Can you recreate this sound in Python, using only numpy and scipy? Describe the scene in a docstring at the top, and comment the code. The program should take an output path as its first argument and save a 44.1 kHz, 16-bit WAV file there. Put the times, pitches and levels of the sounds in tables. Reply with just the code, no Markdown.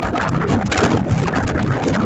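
"""Strong wind on an open ship deck tears across a small microphone port.
From the start, gusts of coloured noise hiss, roar and howl at a wandering pitch, with sharp pressure pops;
slow eddies thump as resonated noise, over a steady low rumble of the ship and a faint flickering top.
Brief tonal puffs soon join, and from 0.78 s a flag snaps now and then in bursts of bright noise.
The microphone overloads softly throughout, by a saturating curve."""
import sys
import numpy as np
from scipy import signal
from scipy.io import wavfile
from scipy.ndimage import uniform_filter1d

SR = 44100
rng = np.random.default_rng(int(sys.argv[2]) if len(sys.argv) > 2 else 0)


def unload_audio(sound):
    """Save the sound as a 16-bit wav file, at the path given as the first command line argument."""
    columns = np.transpose(np.atleast_2d(sound))
    # keep every value between -1 and 1, then stretch to whole-number steps
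    steps = np.round(np.clip(columns, -1, 1) * 32767)
    wavfile.write(sys.argv[1], SR, steps.astype(np.int16))


N = 90404

# Gusts on the port. Each row: time in seconds, level of the lower hiss in dB,
# level of the upper hiss in dB, level of the roar in dB.
GUSTS = [(0.0, -39, -40, -12), (0.01, -59, -67, -41.5), (0.02, -32, -50, -24.5), (0.06, -35.5, -40, -20.5),
         (0.12, -53, -64, -38.5), (0.18, -27.5, -40.5, -21.5), (0.19, -50.5, -62, -29),
         (0.22, -28, -33, -21), (0.27, -41, -62, -20), (0.29, -31, -28.5, -25.5), (0.31, -56.5, -63, -38.5),
         (0.35, -38, -45.5, -22.5), (0.39, -46.5, -61.5, -33.5), (0.44, -41, -49, -18),
         (0.46, -54.5, -67, -35), (0.48, -34.5, -43.5, -27.5), (0.54, -31, -37, -21.5),
         (0.56, -45, -53.5, -30), (0.63, -45, -52.5, -24), (0.64, -58, -67, -40), (0.67, -28.5, -27, -31),
         (0.69, -56, -64, -36.5), (0.72, -22, -28, -21.5), (0.76, -34.5, -44.5, -25.5),
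         (0.78, -20, -25.5, -25), (0.79, -28, -34.5, -19.5), (0.86, -27, -31.5, -19),
         (0.88, -40, -47.5, -25.5), (0.91, -29, -38, -22.5), (1.01, -42.5, -50.5, -27),
         (1.04, -53.5, -63.5, -34), (1.11, -39.5, -42.5, -29.5), (1.24, -34, -41, -27),
         (1.25, -41.5, -55, -43.5), (1.28, -29.5, -35, -19.5), (1.31, -49, -64, -35),
         (1.34, -41.5, -49.5, -22.5), (1.37, -28.5, -37, -21.5), (1.42, -47, -52, -21.5),
         (1.43, -43, -40, -27.5), (1.46, -46.5, -64, -35.5), (1.48, -32, -31.5, -30),
         (1.5, -32, -38, -19.5), (1.53, -49, -63, -33), (1.56, -46.5, -48.5, -22.5),
         (1.63, -30.5, -51, -25), (1.64, -49.5, -61, -40.5), (1.68, -39.5, -50, -30),
         (1.69, -50, -47.5, -26.5), (1.74, -36.5, -46.5, -22), (1.81, -43.5, -54, -26.5),
         (1.84, -30.5, -37, -24.5), (1.85, -33, -42, -33.5), (1.89, -33.5, -33.5, -27.5),
         (1.92, -44.5, -54, -34.5), (1.94, -27, -40.5, -23), (1.96, -27, -34, -16),
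         (1.98, -53.5, -55.5, -30), (2.03, -33.5, -46, -24), (2.05, -47, -71, -34)]
# Wandering pitch of the howl. Each row: time in seconds, centre frequency in Hz.
HOWL_PITCH = [(0.0, 1226), (0.1, 1240), (0.14, 740), (0.24, 880), (0.3, 1240), (0.46, 1364), (0.53, 706),
              (0.66, 816), (0.87, 694), (0.92, 955), (1.04, 710), (1.26, 804), (1.38, 684), (1.44, 950),
              (1.5, 556), (1.6, 666), (1.68, 1255), (1.74, 1252), (1.78, 794), (1.9, 520), (2.0, 693),
              (2.05, 1360)]
# Large eddies. Each row: time in seconds, level of the thumps in dB, their centre frequency in Hz,
# level of the low roar in dB.
EDDIES = [(0.0, -28, 142.5, -27), (0.12, -25.5, 235, -25), (0.16, -27.5, 269, -25), (0.31, -22, 123.5, -33),
          (0.35, -17, 144.6, -26.5), (0.47, -26.5, 171, -26.5), (0.51, -17, 205, -24.5),
          (0.58, -16.5, 243.6, -23.5), (0.63, -28, 150, -27), (0.65, -16, 206, -38), (0.75, -34, 172, -19),
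          (0.78, -33, 119.7, -24), (0.82, -27, 205, -14), (0.85, -14.5, 234.6, -18.5),
          (0.89, -25, 151.6, -21.5), (0.95, -20, 149.4, -18.5), (1.02, -16.5, 190.4, -42),
          (1.06, -28.5, 183, -21), (1.12, -15.5, 148, -28), (1.32, -24, 150.4, -23.5),
          (1.36, -20, 225, -27.5), (1.39, -20, 249, -20), (1.42, -31, 104.6, -27),
          (1.45, -16.5, 116.6, -30), (1.5, -23.5, 161, -25), (1.54, -24, 100.6, -24),
          (1.6, -18.5, 202, -22.5), (1.64, -17, 204, -33.5), (1.65, -22, 185, -24), (1.69, -17, 134, -28),
          (1.8, -28.5, 118.4, -24), (1.85, -19, 180, -28), (1.88, -37, 177, -15.5), (1.91, -24, 118, -23.5),
          (1.96, -18.5, 213, -30), (2.05, -20, 216, -21)]
# Level of the faint top. Each row: time in seconds, level in dB before flicker.
AIR_LEVEL = [(0.0, -69), (0.02, -66), (0.03, -54.5), (0.06, -75), (0.22, -73), (0.28, -87), (0.29, -67),
             (0.46, -88), (0.51, -60.5), (0.53, -85), (0.66, -87), (0.66, -65), (0.7, -80), (0.72, -62),
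             (0.77, -86), (0.77, -64), (0.87, -56), (0.88, -76.5), (1.44, -71.5), (1.8, -83), (1.84, -70.5),
             (2.0, -79)]
# Short tonal puffs, from deep thuds to whistles. Each row: centre in seconds, peak level in dB,
# pitch in Hz, length in seconds between the points where the swell has fallen to exp(-2).
PUFFS = [(0.055, -23, 1648, .02), (0.157, -21.5, 702, 0.05), (0.165, -23, 1274, 0.044),
         (0.2, -19.5, 1250, 0.0087), (0.358, -24, 1200, 0.02), (0.451, -19, 1340, 0.0054),
         (0.467, -21, 425, 0.1), (0.59, -19.5, 804, 0.0068), (1.261, -23, 1135, 0.014),
         (1.342, -23.5, 1716, 0.031), (1.692, -40, 1300, .012), (1.806, -24, 765, 0.046),
         (1.95, -25.5, 1920, 0.022), (2.012, -22, 1277, 0.0091), (0.03, -18.5, 696, 0.012),
         (0.142, -22, 325, 0.036), (0.055, -23, 79, 0.047), (0.305, -18.5, 102, 0.059),
         (0.705, -25, 77, 0.056), (0.788, -19, 93, 0.043), (0.952, -18, 94.6, .07),
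         (1.269, -20, 85.6, 0.035), (1.43, -22, 94.2, 0.076), (1.552, -19.5, 74.5, 0.057),
         (1.715, -24.5, 106, 0.045), (1.909, -23, 78, .05)]
# Snaps of the flag's cloth. Each row: centre in seconds, peak level in dB.
SNAPS = [(0.777, -22), (0.834, -32), (1.113, -28), (1.63, -26), (1.947, -30.5)]

# Spectral shapes of the noises. Each row: frequency in Hz, relative density in dB per Hz.
HISS_SPECTRUM = [(1290, -33), (2200, -7.5), (4900, -19.5), (6370, -29), (10800, -120)]
UPPER_HISS_SPECTRUM = [(2760, -61), (4700, -5.5), (6300, -1.5), (7100, -0.5), (7400, -3), (8130, -17.5),
                       (10600, -29), (17900, -120)]
ROAR_SPECTRUM = [(380, -23.5), (650, -2.5), (970, -6.5), (1270, -5.5), (1680, -7.5), (2600, -28.5),
                 (3380, -33.5), (5720, -120)]
THUMP_SPECTRUM = [(15, -49), (25, -45), (98, 2.5), (227, -3.5), (300, -3.5), (390, -24.5), (660, -120)]
LOW_ROAR_SPECTRUM = [(150, -23), (260, 0.5), (290, -0.5), (508, -2.5), (750, -14.5), (980, -37),
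                     (1650, -120)]
RUMBLE_SPECTRUM = [(30, -28.5), (60, 4), (100, 19.5), (200, -13.5), (500, -18), (2000, -49), (8000, -65.5),
                   (8400, -97.5)]
AIR_SPECTRUM = [(8000, -25.5), (8400, 3), (10000, -3.5), (14800, -6.5), (15700, -24), (16500, -60.5)]

RUMBLE_DB = -35.5
HOWL_DB, HOWL_WIDTH_HZ = -5.5, 97  # level against the plain roar; width of each smoothing
EDDY_DB, EDDY_WIDTH_HZ = 0, 40.5  # level of the swing against the plain thump noise
# dB of level per unit of flicker
HISS_FLICKER_DB, ROAR_FLICKER_DB, LOW_FLICKER_DB, THUMP_FLICKER_DB, AIR_FLICKER_DB = 4.5, 4, 1, 2.04, 4.1
FLICKER_S = 0.0015
# depth of the wide patches, before the limit on lumps
HISS_PATCH_DB, ROAR_PATCH_DB, LOW_PATCH_DB = 0, 5.5, 2.5
SPECK_DB, SPECK_S, SPECK_HZ = 4, 0.0054, 39.4  # narrow, short, whistly specks
LUMP_LIMIT_DB = 7  # patches and specks never stand out more than this
STEADINESS = 0.56  # how far a noise holds its strength instead of wandering (0-1)
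POPS_PER_S, POP_DB, POP_SPREAD_DB, POP_S = 200, -9.5, 6, 0.00011  # POP_DB is against the roar
PUFF_WIDTH_HZ = 51  # at 1 kHz, narrower for deeper puffs
SNAP_S, SNAP_LOW_HZ = 0.0013, 1500
CEILING = 0.7  # amplitude at which the overload saturates
BAND_HZ, EDGE_HZ = 8020, 15800  # cut-off of the wind; final cut-off


def gain_of(db):
    """Level principle: 20 dB is a tenfold amplitude."""
    return 10 ** (np.asarray(db) / 20)


def evened(x):
    """Power normalisation: scales a signal to unit root-mean-square."""
    return x / np.sqrt(np.mean(x ** 2) + 1e-20)


def curves(table):
    """Linear interpolation: joins each column of a table by straight lines in time."""
    rows = np.transpose(table)
    return [np.interp(np.arange(N) / SR, rows[0], column) for column in rows[1:]]


def bell(width):
    """Gaussian smoothing: a bell with a standard deviation of width samples."""
    steps = np.arange(-int(3 * width) - 1, int(3 * width) + 2)
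    return np.exp(-0.5 * (steps / width) ** 2)


def patchwork(frames, size, patch_s, patch_hz):
    """Correlated randomness: white noise smoothed into hills over frequency and time."""
    hill = np.outer(bell(patch_hz * size / SR), bell(patch_s * SR * 4 / size))
    grid = rng.standard_normal((frames, size // 2 + 1)).T
    return evened(signal.fftconvolve(grid, hill, "same"))


def noise(spectrum, patch_db, size, patch_s, patch_hz, speck_db=SPECK_DB):
    """Spectral shaping: random Fourier frames coloured, with drifting wide patches and narrow specks."""
    hop = size // 4
    frames, hz = N // hop + 5, np.fft.rfftfreq(size, 1 / SR)
    real, imaginary = rng.standard_normal((frames, len(hz), 2)).T
    patches_db = patch_db * patchwork(frames, size, patch_s, patch_hz)
    specks_db = speck_db * patchwork(frames, size, SPECK_S, SPECK_HZ)
    lumps_db = LUMP_LIMIT_DB * np.tanh((patches_db + specks_db) / LUMP_LIMIT_DB)
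    f, db = np.transpose(spectrum)
    # straight lines over log frequency
    colour_db = np.interp(np.log(hz + 1), np.log(f + 1), db, left=-120, right=-120)[:, None]
    bins = (real + 1j * imaginary) * gain_of(colour_db + lumps_db)
    return evened(signal.istft(bins, nperseg=size, noverlap=size - hop)[1][:N])


def resonate(x, hz, width_hz):
    """Moving resonance by heterodyning: shift down to zero, smooth twice, shift back."""
    turn = np.exp(2j * np.pi * np.cumsum(hz) / SR)
    pole = np.exp(-np.pi * width_hz / SR)
    smoothed = signal.lfilter([1], np.convolve([1, -pole], [1, -pole]), x / turn)
    return evened((turn * smoothed).real)


def blend(plain, tone, tone_db):
    """Superposition: adds a tone at a level relative to the plain noise."""
    return evened(plain + gain_of(tone_db) * tone)


def steadied(x, smooth_s):
    """Envelope compression: dividing by a power of the local power evens out chance swells."""
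    power = signal.fftconvolve(x ** 2, bell(smooth_s * SR), "same")
    relative_power = abs(power) / np.mean(power)
    return evened(x / (relative_power + 0.023) ** (STEADINESS / 2))


def quick_flicker():
    """Band-limited modulation: smoothed noise less its slow part, softly bounded."""
    flicker = evened(signal.fftconvolve(rng.standard_normal(N), bell(FLICKER_S * SR), "same"))
    slow = signal.fftconvolve(flicker, bell(0.0087 * SR), "same") / bell(0.014 * SR).sum()
    flicker = evened(flicker - 0.33 * slow)
    return 2.04 * np.tanh(flicker / 1.9)


def gusts(flicker):
    """Turbulence noise: air tearing over the port hisses and roars, with a fuzzy resonant howl."""
    hiss_db, upper_db, roar_db = curves(GUSTS)
    hiss = noise(HISS_SPECTRUM, HISS_PATCH_DB, size=1024, patch_s=0.033, patch_hz=400)
    upper = noise(UPPER_HISS_SPECTRUM, HISS_PATCH_DB, size=1024, patch_s=0.016, patch_hz=400)
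    both_hisses = gain_of(hiss_db) * hiss + gain_of(upper_db) * upper

    howl = resonate(rng.standard_normal(N), curves(HOWL_PITCH)[0], HOWL_WIDTH_HZ)
    plain_roar = noise(ROAR_SPECTRUM, ROAR_PATCH_DB, size=1024, patch_s=0.015, patch_hz=211)
    roar = gain_of(roar_db) * steadied(blend(plain_roar, howl, HOWL_DB), 0.0064)

    hiss_flicker = evened(gain_of(HISS_FLICKER_DB * flicker))
    roar_flicker = evened(gain_of(ROAR_FLICKER_DB * flicker))
    return both_hisses * hiss_flicker + roar * roar_flicker


def eddies(flicker):
    """Large-scale turbulence: lumpy low pressure swings about a moving centre, with a low roar."""
    thump_db, centre_hz, low_db = curves(EDDIES)
    swing = steadied(resonate(rng.standard_normal(N), centre_hz, EDDY_WIDTH_HZ), 0.0096)
    plain_thump = noise(THUMP_SPECTRUM, LOW_PATCH_DB, size=2048, patch_s=0.0098, patch_hz=38.3, speck_db=-0.3)
    thump = steadied(blend(plain_thump, swing, EDDY_DB), 0.017)
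    low_roar = noise(LOW_ROAR_SPECTRUM, LOW_PATCH_DB, size=1024, patch_s=0.03, patch_hz=74, speck_db=5.0)
    thump_gain = gain_of(thump_db + THUMP_FLICKER_DB * flicker)
    low_gain = gain_of(low_db + LOW_FLICKER_DB * flicker)
    return thump_gain * thump + low_gain * low_roar


def ship():
    """Stationary noise: a low rumble at a constant level."""
    return gain_of(RUMBLE_DB) * noise(RUMBLE_SPECTRUM, 1.2, size=2048, patch_s=0.015, patch_hz=60)


def air(flicker):
    """Amplitude modulation: a faint thin top that shares the flicker of the gusts."""
    top = noise(AIR_SPECTRUM, 8.4, size=512, patch_s=0.012, patch_hz=1200)
    return gain_of(curves(AIR_LEVEL)[0] + AIR_FLICKER_DB * flicker) * top


def pops():
    """Random impulse train: short pressure spikes of either sign as small eddies burst on the port."""
    chance, size, sign = rng.random((N, 3)).T
    strength = gain_of(-POP_SPREAD_DB * np.log(size + 0.026))  # a few stand far above the rest
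    train = (chance < POPS_PER_S / SR) * np.sign(sign - 0.5) * strength
    spikes = signal.oaconvolve(train, bell(POP_S * SR), "same")
    sharp = evened(spikes - uniform_filter1d(spikes, size=90))  # less their local mean
    roar_db = curves(GUSTS)[2]
    return gain_of(roar_db + POP_DB) * sharp


def puffs():
    """Narrow-band resonance: each puff is a brief fuzzy tone under a Gaussian swell."""
    t, out = np.arange(N) / SR, np.zeros(N)
    for centre_s, db, hz, length_s in PUFFS:
        width_hz = PUFF_WIDTH_HZ * np.sqrt(hz / 1e3)
        tone = steadied(resonate(rng.standard_normal(N), np.full(N, hz), width_hz), 0.015)
        swell = np.exp(-2 * ((t - centre_s) * 2 / length_s) ** 2)
        puff = tone * swell
        # the same energy whatever the random draw
        out += gain_of(db) * puff * np.linalg.norm(swell) / np.linalg.norm(puff)
    return out


def flag():
    """Transient noise: snapping cloth gives crisp high-passed bursts a few milliseconds long."""
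    t = np.arange(N) / SR
    high_pass = signal.butter(2, SNAP_LOW_HZ, "high", fs=SR)
    bright = evened(signal.lfilter(*high_pass, rng.standard_normal(N)))
    return bright * sum(gain_of(db) * np.exp(-0.5 * ((t - s) / SNAP_S) ** 2) for s, db in SNAPS)


def scene():
    """Superposition and saturation: the sources add, overload softly and lose their treble under the air."""
    flicker = quick_flicker()
    pressure = gusts(flicker) + eddies(flicker) + ship() + pops() + puffs() + flag()
    overloaded = CEILING * np.tanh(pressure / CEILING)
    low_pass = signal.firwin(255, BAND_HZ, window=("kaiser", 7), fs=SR)
    wind = signal.oaconvolve(overloaded, low_pass, "same")
    return (wind + air(flicker))[None]


def record(dry):
    """Band limitation: a linear-phase low-pass makes the final cut-off."""
    low_pass = signal.firwin(511, EDGE_HZ, window=("kaiser", 9), fs=SR)
    return signal.oaconvolve(dry, low_pass[None], "same")


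dry = scene()
out = record(dry)
unload_audio(out)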